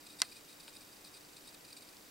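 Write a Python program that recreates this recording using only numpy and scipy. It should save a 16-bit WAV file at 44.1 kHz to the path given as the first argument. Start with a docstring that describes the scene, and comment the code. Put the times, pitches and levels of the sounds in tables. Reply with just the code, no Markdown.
"""One sharp tap on hard plastic in a quiet room, close to a terrarium: the impact excites damped modes.
A light touch comes just before it, and a dull knock follows later.
A small mechanism nearby, probably a lens focusing, rustles in spurts as friction drives the resonances
of its barrel, and its pulsed drive ticks and chirps faintly.
Under it all lie broadband room hiss and a weak mains hum."""
import sys
import numpy as np
from scipy import signal
from scipy.fft import rfft, irfft
from scipy.io import wavfile

SR = 44100
rng = np.random.default_rng(int(sys.argv[2]) if len(sys.argv) > 2 else 0)


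def to_wav(s):
    """Save 16-bit WAV."""
    ch = np.atleast_2d(s).T  # columns
    pcm = np.round(np.clip(ch, -1, 1) * 32767)  # PCM
    wavfile.write(sys.argv[1], SR, pcm.astype(np.int16))


N = 92610
BUILD_UP_S = 0.0008  # time constant with which a struck mode builds up


def plastic_taps():
    """Impact excitation: each contact cracks, rings the plastic's modes and leaves an enclosure tail."""
    # contacts: start_s, level_db, cutoff_hz, pitch_ratio of the spot struck
    contacts = [(0.2021, -23, 12000, 0.94), (0.2177, 1, 15000, 1)]
    # modes of the plastic: pitch_hz, level_db, t60_s
    modes = [(709, -42, 0.064), (1012, -27.5, 0.022), (1272, -39.5, 0.034), (1547, -29, 0.023),
             (1820, -31, 0.012), (2040, -30.5, 0.033), (2305, -43, 0.032), (2690, -29, 0.015),
             (3290, -22, 0.0073), (3930, -18, 0.0047), (4340, -41, 0.077), (4460, -18.5, 0.012),
             (4990, -15, 0.0085), (5730, -14, 0.0069), (6170, -14.5, 0.0063), (7143, -21, 0.0095),
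             (8060, -11.5, 0.007), (9340, -22.5, 0.012), (10050, -18, 0.0057), (11920, -20, 0.0054)]
    # spectrum of the contact noise: frequency_hz, relative_density_db
    crack_spectrum = [(500, -21), (1000, -7), (2500, -12), (4500, -4.5), (8000, -7), (11800, -14),
                      (13200, -34), (16000, -45)]
    # spectrum of the enclosure's reverberation: frequency_hz, relative_density_db
    tail_spectrum = [(400, 0), (900, -6), (2000, 9), (3000, -2), (4500, -4), (6500, -4), (9500, -13),
                     (14000, -29)]
    crack_noise = from_db(-25) * stereo_noise(correlation=1, colour_db=at_bins(crack_spectrum))
    tail_noise = from_db(-38.5) * stereo_noise(correlation=1, colour_db=at_bins(tail_spectrum))
    # each mode reaches the two sides a little out of step
    phases_rad = 0.69 * rng.standard_normal((len(modes), 1, 1)) * [[.5], [-.5]]
    taps = np.zeros((2, N))
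    for start_s, level_db, cutoff_hz, pitch_ratio in contacts:
        body = sum((-1) ** k * from_db(db) * damped_mode(start_s, hz * pitch_ratio, t60_s, phases_rad[k])
                   for k, (hz, db, t60_s) in enumerate(modes))
        crack = crack_noise * decay(start_s + 0.00036, t60_s=0.0097, hold_s=0.0014)
        tail = tail_noise * decay(start_s + 0.0021, t60_s=0.064)
        contact_lowpass = signal.butter(2, cutoff_hz, fs=SR)  # a softer contact is duller
        taps += from_db(level_db) * signal.lfilter(*contact_lowpass, body + crack + tail + 1e-18)
    bass_cut = signal.butter(3, 483, "high", fs=SR, output="sos")  # a small body radiates little bass
    return signal.sosfilt(bass_cut, taps)


def dull_knock(start_s=0.68, gain_db=-32.5):
    """Modal damping: high modes die at once as a short bite, while low ones ring on, hollow."""
    # modes of the knocked object: pitch_hz, level_db, t60_s
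    modes = [(914, -18, 0.034), (1520, -13, 0.019), (2570, -17, 0.013), (3160, 8.5, 0.0026),
             (3820, 5.5, .0028)]
    return sum(from_db(gain_db + db) * damped_mode(start_s, hz, t60_s) for hz, db, t60_s in modes)


def lens_friction():
    """Source and filter: grainy friction, in spurts over a flickering idle, drives the lens barrel."""
    # spurts of the motor: centre_s, length_s, level_db
    spurts = [(0.068, 0.008, -50.5), (0.103, 0.0099, -57.5), (0.124, 0.042, -60.5), (0.1955, 0.012, -49.5),
              (0.208, 0.0073, -54), (0.248, 0.013, -53), (0.273, 0.016, -57.5), (0.3, 0.011, -60),
              (0.321, 0.01, -50.5), (0.366, 0.022, -53.5), (0.499, 0.031, -57), (0.528, 0.0055, -55),
              (0.604, 0.0082, -49.5), (0.635, 0.012, -56.5), (0.684, 0.021, -54), (0.738, 0.014, -56.5),
              (0.753, 0.0038, -50.5), (0.766, 0.01, -50), (0.814, 0.014, -54), (0.868, .012, -63),
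              (.973, 0.0064, -63), (1.047, 0.0048, -49.5), (1.053, .005, -58), (1.069, 0.015, -54.5),
              (1.150, 0.02, -55), (1.172, 0.0096, -55.5), (1.367, 0.0073, -52), (1.38, .008, -58),
              (1.457, 0.011, -59), (1.476, 0.006, -49.5), (1.49, 0.015, -56.5), (1.545, 0.0056, -50.5),
              (1.647, .012, -63), (1.684, 0.013, -57), (1.706, 0.011, -56.5), (1.728, 0.0037, -47),
              (1.77, 0.0083, -48.5), (1.784, 0.011, -56.5), (1.806, 0.0056, -60), (1.825, 0.0091, -56),
              (1.891, 0.0072, -58), (1.967, 0.0048, -65), (2.063, 0.0054, -64)]
    # resonances of the barrel: centre_hz, width_hz, gain_db
    barrel = [(2455, 192, 2), (3773, 186, 5.5), (4095, 120, 3.5), (4720, 570, 3), (7110, 200, -6),
              (8270, 470, 1), (9410, 370, -2), (10520, 700, -8), (12900, 360, -17)]
    effort = sum(from_db(db) * swell(centre_s, length_s) for centre_s, length_s, db in spurts)
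    idle = from_db(-69 + 4 * drift(rate_hz=53))
    grain = unit_rms(from_db(2 * drift(rate_hz=660)))  # uneven rubbing
    friction = stereo_noise(correlation=0.89) * grain * np.hypot(effort, idle)
    return resonator_bank(friction, barrel)


def lens_drive():
    """Pulsed excitation: each drive pulse ticks as it starts, sizzles, and ticks more softly as it ends."""
    # modes of a tick: pitch_hz, level_db, t60_s
    tick_modes = [(4600, -2, .006), (5100, 0, .006), (5800, -4, .005), (7400, -9, .006)]
    # resonances of the sizzle: centre_hz, width_hz, gain_db
    sizzle_bands = [(3804, 130, 2.5), (4800, 550, -0.5), (5720, 1000, -2), (7530, 550, 0)]
    first_s, period_s, pulse_s = 0.009, 0.04, 0.0193
    tick_db, release_db, spread_db, pitch_scatter = -43.5, -10, 1.5, 0.027
    starts = np.arange(first_s, N / SR, period_s)
    edges = [(s, 0) for s in starts] + [(s + pulse_s, release_db) for s in starts]
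    age = np.arange(int(period_s * SR)) / SR
    hz, db, t60_s = np.transpose(tick_modes)[:, :, None]
    envelopes = from_db(db) * np.exp(-np.log(1000) * age / t60_s) * (1 - np.exp(-age / BUILD_UP_S))
    ticks = np.zeros(N + SR)
    for edge_s, edge_db in edges:
        pitch_hz = hz * (1 + pitch_scatter * rng.standard_normal(hz.shape))
        tones = np.sin(2 * np.pi * (pitch_hz * age + rng.random(hz.shape)))
        gain = from_db(tick_db + edge_db + spread_db * rng.standard_normal())
        onset = int(edge_s * SR)
        ticks[onset:onset + len(age)] += gain * np.sum(envelopes * tones, axis=0)
    between_pulses = (seconds() - first_s) % period_s > pulse_s
    sizzle = from_db(-66 - 8.5 * between_pulses) * stereo_noise(correlation=0.7)
    return ticks[:N] + resonator_bank(sizzle, sizzle_bands)


def room_tone():
    """Stationary noise and line spectrum: hiss and a soft rush of air, with faint mains harmonics."""
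    # spectrum of the room noise: frequency_hz, relative_density_db
    spectrum = [(25, -10), (50, -12), (100, -9), (200, -4), (320, -3), (500, -5), (1000, -7.5), (2000, -10),
                (4500, -14), (7000, -14.5), (11000, -16.5), (15500, -16.5)]
    # likeness of left and right: frequency_hz, correlation
    coherence = [(30, .98), (120, 0.88), (300, 0.54), (700, 0.044), (1500, 0.05), (3000, 0.39),
                 (8000, 0.81), (14000, 1)]
    # mains harmonics: pitch_hz, rms_db
    harmonics = [(300, -71.5), (400, -82), (500, -79)]
    hum = sum(from_db(db) * np.sqrt(2) * np.sin(2 * np.pi * (hz * seconds() + rng.random()))
              for hz, db in harmonics)
    hiss = from_db(-57) * stereo_noise(at_bins(coherence), at_bins(spectrum))
    return hiss + hum


def damped_mode(start_s, hz, t60_s, phase_rad=0):
    """Free vibration: a struck mode builds up quickly and dies away."""
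    age = np.maximum(seconds() - start_s, 0)
    build_up = 1 - np.exp(-age / BUILD_UP_S)
    return np.sin(2 * np.pi * hz * age + phase_rad) * build_up * decay(start_s, t60_s)


def decay(start_s, t60_s, hold_s=0):
    """Exponential decay: after a sudden onset and a hold, the level falls 60 dB in t60_s."""
    age = seconds() - start_s
    return (age >= 0) * np.exp(-np.log(1000) * np.maximum(age - hold_s, 0) / t60_s)


def swell(centre_s, length_s):
    """Gaussian envelope: a rounded rise and fall."""
    return np.exp(-2 * ((seconds() - centre_s) / length_s) ** 2)


def resonate(x, hz, width_hz):
    """Two-pole resonance with unit gain at its peak."""
    radius = np.exp(-np.pi * width_hz / SR)
    feedback = [1, -2 * radius * np.cos(2 * np.pi * hz / SR), radius ** 2]
    return signal.lfilter(np.array([1, 0, -1]) * (1 - radius ** 2) / 2, feedback, x)


def resonator_bank(x, bands):
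    """Parallel resonances, each applied twice, scaled so that white noise keeps about its level."""
    power_gain = sum(np.pi / 2 * width / SR * from_db(db) ** 2 for _, width, db in bands)
    response = sum(from_db(db) * resonate(resonate(x, hz, width), hz, width) for hz, width, db in bands)
    return response / np.sqrt(power_gain)


def stereo_noise(correlation, colour_db=0):
    """Partial coherence: mid and side noise mix to a given left-right correlation, at unit rms."""
    mid, side = rfft(rng.standard_normal((2, N)))
    spectra = np.sqrt(1 + correlation) * mid + np.sqrt(1 - correlation) * side * [[1], [-1]]
    return unit_rms(irfft(from_db(colour_db) * spectra, N))


def drift(rate_hz):
    """Random fluctuation: low-passed noise of unit rms."""
    pole = np.exp(-2 * np.pi * rate_hz / SR)
    return unit_rms(signal.lfilter([1], [1, -2 * pole, pole ** 2], rng.standard_normal(N + SR))[SR:])


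def at_bins(points):
    """A curve interpolated over log frequency at every spectral line."""
    hz, value = np.transpose(points)
    return np.interp(np.log(np.fft.rfftfreq(N, 1 / SR) + 1), np.log(hz), value)


def from_db(db):
    return 10 ** (np.asarray(db) / 20)


def unit_rms(x):
    return x / np.sqrt(np.mean(x ** 2) + 1e-20)


def seconds():
    return np.arange(N) / SR


def scene():
    """Superposition: the pressures of all sources add."""
    return room_tone() + plastic_taps() + dull_knock() + lens_friction() + lens_drive()


def record(dry):
    """Band limiting: a steep low-pass removes the highest treble."""
    cutoff_hz = 15750
    return signal.sosfilt(signal.ellip(12, .1, 80, cutoff_hz, fs=SR, output="sos"), dry)


dry = scene()
out = record(dry)
to_wav(out)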